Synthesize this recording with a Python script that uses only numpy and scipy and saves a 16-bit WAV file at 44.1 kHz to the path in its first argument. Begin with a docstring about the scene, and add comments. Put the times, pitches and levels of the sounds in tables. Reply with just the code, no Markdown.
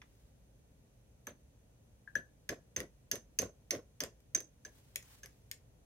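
"""In a quiet room, a phone above the desk hears house hum and hiss throughout: shaped stereo noise.
A pen in a small glass jar of water gives sparse clinks, then from 2 s about three a second with rebounds.
Each clink is a noise crack and decaying sines for the parts of the jar, answered by the walls.
Each full tap nudges the jar, which rumbles on the desk mat: noise in three bands.
A sleeve rustles faintly at the start and plainly from about 4.6 s: cloth-coloured noise."""
import sys
import numpy as np
from scipy import signal
from scipy.fft import rfft, irfft, next_fast_len
from scipy.io import wavfile
from scipy.ndimage import map_coordinates

SR = 44100
rng = np.random.default_rng(int(sys.argv[2]) if len(sys.argv) > 2 else 0)


def generate_wav(sig):
    """Save sig (samples, or channels by samples) to the path in sys.argv[1] as 16-bit PCM at SR."""
    pcm = np.round(np.clip(np.atleast_2d(sig).T, -1, 1) * 32767).astype(np.int16)
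    wavfile.write(sys.argv[1], SR, pcm)


N = 257984  # samples, about 5.85 s


def amp(db):
    """Amplitude factor of a level in dB."""
    return 10 ** (np.asarray(db) / 20)


def unit(x):
    """x scaled to rms 1."""
    return x / np.sqrt(np.mean(x ** 2) + 1e-20)


def along(points, hz):
    """Value at hz between (f/Hz, value) points, on a log frequency axis."""
    f, value = np.transpose(points)
    return np.interp(np.log(hz + 1), np.log(f + 1), value)


def filtered(x, response):
    """x times a (possibly complex) response of frequency."""
    m = next_fast_len(N + 8192)
    hz = np.fft.rfftfreq(m, 1 / SR)
    return irfft(rfft(x, m) * response(hz), m)[..., :N]


def wobble(rate):
    """A smooth random curve, rate knots a second."""
    knots = rng.standard_normal(int(N * rate / SR) + 4)
    return map_coordinates(knots, [np.arange(N) * rate / SR])


STEADY_TOP_HZ = 15900  # upper edge of the noise beds


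def rush(spectrum, alike):
    """Stereo noise of rms 1: the share of mid and side sets how alike the two ports are at each frequency."""
    def mid_and_side(hz):
        turn = np.arccos(np.clip(along(alike, hz), -1, 1)) / 2
        shape = amp(along(spectrum, hz)) * (hz < STEADY_TOP_HZ)
        return shape * [np.cos(turn), np.sin(turn)]

    mid, side = filtered(rng.standard_normal((2, N)), mid_and_side)
    return unit(np.array([mid + side, mid - side]))


# full taps of the pen: (t/s, crack level/dB, ring levels/dB of base, wall, belly, shoulder, neck,
# push on the jar level/dB)
FULL_TAPS = [(0.0167, -58, -52.5, -46.5, -46.5, -56, -62, -77),
             (1.269, -27.5, -39.5, -32, -44.5, -70, -38, -54),
             (2.0746, -72.5, -57, -26.5, -64, -84, -71, -86), (2.1532, -27, -61, -10.5, -43, -57, -31, -52),
             (2.4907, -19, -44.5, -25.5, -32, -32, -32, -48),
             (2.7625, -23, -54, -34, -37, -34.5, -24.5, -45),
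             (3.1139, -14, -50.5, -29.5, -32, -25.5, -21.5, -47.5),
             (3.3878, -10, -58, -35, -30, -24, -15, -44), (3.707, -16, -46, -35, -31, -22.5, -21, -43),
             (4.0042, -18, -42.5, -30.5, -32, -26.5, -26, -46.5),
             (4.348, -16.5, -47, -29.5, -33.5, -27, -14.5, -49),
             (4.6492, -35, -60, -32, -52, -41.5, -36.5, -59),
             (4.9583, -13, -63.5, -40, -33.5, -39, -47, -62),
             (5.2325, -35, -63.5, -36, -49, -47, -40.5, -62.5),
             (5.5135, -18.5, -69, -52, -39, -36.5, -63, -68.5)]
# glancing rebounds, too light to move the jar: (t/s, crack level/dB, neck ring level/dB)
REBOUNDS = [(2.803, -20.5, -44.5), (3.1556, -24.5, -35), (3.4183, -21, -46.5), (4.0366, -19, -52.5),
            (4.2033, -49.5, -75), (4.4037, -27, -39), (5.026, -39.5, -52), (5.2588, -30.5, -54.5)]
# a rebound's ring against its crack: (base, wall, belly, shoulder level/dB)
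GLANCE_DB = (-27.5, -28, -20, -25.5)
RIM_DB = -21  # the thin rim follows the sharpness of the blow: its ring against the crack


def contacts():
    """Rows of t/s, crack level/dB and ring levels/dB of base, wall, belly, shoulder, neck and rim."""
    full = [row[:-1] for row in FULL_TAPS]
    light = [(s, crack, *np.add(crack, GLANCE_DB), neck) for s, crack, neck in REBOUNDS]
    return [(*row, row[1] + RIM_DB) for row in full + light]


def ring(modes, part, length, t):
    """Decaying modes of one struck part, strengths new each blow; each port has its own level and phase."""
    swell, scatter, pan_db, lead = part
    ports = np.array([[.5], [-.5]])  # left, right
    tones = 0
    for hz, db, t60 in modes:
        level = amp(db + 2 * rng.normal() - 60 * t / (length * t60))
        pitch = hz * (1 + scatter * rng.normal())
        tones = tones + level * np.sin(2 * np.pi * pitch * t + ports * lead)
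    return amp(ports * pan_db) * (1 - np.exp(-t / swell)) ** 3 * tones


# modes of the jar, one list each for base, wall, belly, shoulder, neck, rim:
# (f/Hz, mean level/dB, t60/s before the water damps it)
JAR_MODES = [
    [(880, -4, .05), (1003, 0, .05), (1114, -1.5, .05), (1250, -1.5, .05), (1400, 0, .05),
     (1500, -2.5, .05)],
    [(1590, -9, .03), (1642, -2.5, .04), (1697, 0, .05), (1770, -12, .03)],
    [(1860, 0, .03), (2090, 0, .03), (2300, -4, .025), (2500, -5, .025), (2780, -3, .025), (3080, -5, .025),
     (3370, -4, .03)],
    [(4550, -8, .035), (4910, -6, .03), (5220, 0, .03), (5420, -6, .025), (5650, -5, .025)],
    [(6145, -5, .07), (6283, 0, .045), (6500, -18, .04)],
    [(8090, 0, .02), (9880, 0, .02), (11000, -2, .018), (12300, 1, .02), (14300, -3, .015)],
]
# the same parts: (build-up t/s, relative pitch scatter from the sloshing water, left over right level/dB,
# left lead/rad)
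JAR_PARTS = [(0.0012, 0.01, -2.05, 0.99), (0.0025, 0, 6.5, 0.33), (0.00033, 0.06, -0.6, 1.8),
             (.0006, 0.04, -1.54, 1.7), (0.00096, 0.01, -4.5, 0.89), (0.00013, 0.1, 5, 0.7)]
# colour of the pen's crack on the glass: (f/Hz, filter level/dB)
CRACK_COLOUR = [(530, -57), (900, -47), (1870, -8), (4220, -12.5), (6230, -7.5), (7390, -13),
                (12500, -17.5), (14300, -19), (16500, -25)]
DAMPED = 0.62  # the water shortens every ring to this share


def clinks():
    """Every contact cracks as a noise burst and rings each part of the jar at its own level."""
    glass, cracks = np.zeros((2, N + SR)), np.zeros((2, N + SR))
    t = np.arange(SR // 4) / SR
    for s, crack_db, *parts_db in contacts():
        start = round(s * SR)
        at = slice(start, start + len(t))
        for db, modes, part in zip(parts_db, JAR_MODES, JAR_PARTS):
            glass[:, at] += amp(db) * ring(modes, part, DAMPED, t)
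        envelope = amp(crack_db - 60 * t / 0.014) * (1 - np.exp(-t / 0.0003))
        burst = envelope * rng.standard_normal(len(t))
        # the left port hears it 7 samples earlier and slightly louder
        cracks[:, at] += [burst, np.roll(burst, shift=7)] * amp([[.8], [-.8]])
    return glass[:, :N] + filtered(cracks[:, :N], lambda hz: amp(along(CRACK_COLOUR, hz)))


# how the room's answer dies: (f/Hz, t60/s)
WALLS_T60 = [(300, .25), (1700, .19), (4000, .16), (6200, .19), (14000, .12)]


def walls(x):
    """Each frequency of the room's answer dies at its own speed; the moving arm changes it every 0.3 s."""
    wet, step = np.zeros((2, N + 2 * SR)), SR * 3 // 10
    for start in range(0, N, step):
        hz, t, z = signal.stft(rng.standard_normal((2, SR // 3)), SR, nperseg=256)
        fade = amp(-60 * t / along(WALLS_T60, hz)[:, None])
        tail = signal.istft(z * fade, SR, nperseg=256)[1]
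        tail = tail / np.linalg.norm(tail[0])
        part = signal.fftconvolve(x[:, start:start + step], tail, axes=1)
        wet[:, start + 200:][:, :part.shape[1]] += part  # arrives 200 samples late
    return wet[:, :N]


# noise colours of the nudged jar, each (f/Hz, relative level/dB per Hz): desk top, drag on the desk, scuff
THUMP_COLOUR = [(29, -33), (50, -0.5), (260, -1.5), (340, -31.5), (570, -120)]
DESK_COLOUR = [(150, -29.5), (260, -1), (582, 0.5), (660, -5), (737, -10.5), (859, -25.5), (1050, -12),
               (1240, -22), (1500, -15), (1950, -53), (3300, -120)]
SCUFF_COLOUR = [(410, -37), (700, -9), (873, -22), (1860, -1), (2380, -6), (4620, -12), (6230, -36),
                (7190, -17.5), (15700, -23)]
# likeness of the two ports for the nudged jar: (f/Hz, correlation)
NEAR_ALIKE = [(60, 0.88), (400, 1), (1500, 0.2), (8000, 0.49)]
DRAG_S, DRAG_AT_DB, DRAG_GROWS = 0.037, -48, 0.81  # length of the drag at this push; its power law of the push
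# thump against the push at 0 s; later taps reach the desk top less
THUMP_DB, THUMP_FADES_DB_PER_S = 7.5, 3.5
SCUFF_DB, SCUFF_GROWS = -53, 0.58  # scuff at the push DRAG_AT_DB, dB per dB of push


def nudges():
    """The jar drags after each push, longer after a hard one, then settles; noise bands swell and fade."""
    t = np.arange(N) / SR
    thump, drag, scuff = levels = np.zeros((3, N))
    for s, *_, push_db in FULL_TAPS:
        since = np.clip(t - s, 0, None)
        harder_db = push_db - DRAG_AT_DB
        length = DRAG_S * amp(DRAG_GROWS * harder_db)
        settle = amp(-60 * np.clip(since - length, 0, None) / 0.18)
        thump_db = push_db + THUMP_DB - THUMP_FADES_DB_PER_S * s
        scuff_db = SCUFF_DB + SCUFF_GROWS * harder_db
        thump += amp(thump_db) * (1 - np.exp(-since / 0.008)) * settle
        drag += amp(push_db) * (1 - np.exp(-since / 0.0078)) * settle
        scuff += amp(scuff_db - 60 * since / 0.49) * (1 - np.exp(-since / .003)) * settle
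    judder = amp([2 * wobble(30), 3 * wobble(70), 2.5 * wobble(300)])
    colours = (THUMP_COLOUR, DESK_COLOUR, SCUFF_COLOUR)
    return sum(level * rush(colour, NEAR_ALIKE) for level, colour in zip(levels * judder, colours))


# course of the sleeve's rustle: (t/s, level/dB)
SLEEVE_COURSE = [(0, -88.5), (.15, -77), (.4, -89), (.7, -105), (4.55, -105), (4.68, -71), (4.92, -74.5),
                 (5.0, -67.5), (5.06, -68.5), (5.13, -62), (5.21, -73.5), (5.452, -79.5), (5.85, -100)]
# colour of the cloth: (f/Hz, relative level/dB per Hz)
CLOTH_COLOUR = [(470, -37.5), (800, 1), (1030, -2), (1420, -4), (1530, -2), (6570, -4.5), (15700, -6.5)]
# likeness of the two ports for sleeve and room tone: (f/Hz, correlation)
ROOM_ALIKE = [(60, 0.94), (180, 0.94), (550, 0.25), (1650, -0.081), (4970, -0.27), (15000, -0.3)]


def sleeve():
    """Cloth rustles while the arm moves: coloured noise with an unsteady level."""
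    s, db = np.transpose(SLEEVE_COURSE)
    course_db = np.interp(np.arange(N) / SR, s, db)
    flicker_db = 1.2 * wobble(18) + 1.5 * wobble(150)
    return amp(course_db + flicker_db) * rush(CLOTH_COLOUR, ROOM_ALIKE)


# colour of the house hum: (f/Hz, relative level/dB per Hz)
HUM_COLOUR = [(18, -35), (30, -4.5), (54, 3.5), (86, -7), (119, -3.5), (157, -11.5), (317, -19), (355, -25),
              (392, -20.5), (535, -20), (779, -28.5), (1500, -39.5), (1950, -76.5), (3300, -120)]
# colour of the microphone hiss before the port lifts it: (f/Hz, relative level/dB per Hz)
HISS_COLOUR = [(880, -29.5), (1500, -2.5), (1720, -2.5), (1970, -0.5), (2090, -6), (2290, -2), (4740, -6.5),
               (6360, -6), (7890, -6.5), (10100, -4.5), (15700, -11)]
# resonance of the microphone port in the hiss: (centre f/Hz, width f/Hz, peak level/dB)
PORT = (6250, 550, 7)
HUM_DB, HISS_DB = -60.5, -78  # mean hum level; hiss level before the port's lift


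def room_tone():
    """Low, slowly wavering hum of the house over microphone hiss, which the port lifts at its resonance."""
    centre, width, peak_db = PORT
    lift = lambda hz: amp(peak_db / (1 + ((hz - centre) / width * 2) ** 2))
    hum = amp(HUM_DB + 0.41 * wobble(2.6)) * rush(HUM_COLOUR, ROOM_ALIKE)
    hiss = amp(HISS_DB) * filtered(rush(HISS_COLOUR, ROOM_ALIKE), lift)
    return hum + hiss


def scene():
    """The jar and its answer from the walls, the desk, the sleeve and the room."""
    jar = clinks()
    return jar + amp(-9.5) * walls(jar) + nudges() + sleeve() + room_tone()


TOP_HZ = 16800  # band limit of the phone


def record(dry):
    """The phone cuts the deepest bass with six poles at 26 Hz and keeps nothing above its band limit."""
    x = filtered(dry, lambda hz: (1j * hz / (1j * hz + 26)) ** 6)
    return filtered(x, lambda hz: hz < TOP_HZ)


dry = scene()
out = record(dry)
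generate_wav(out)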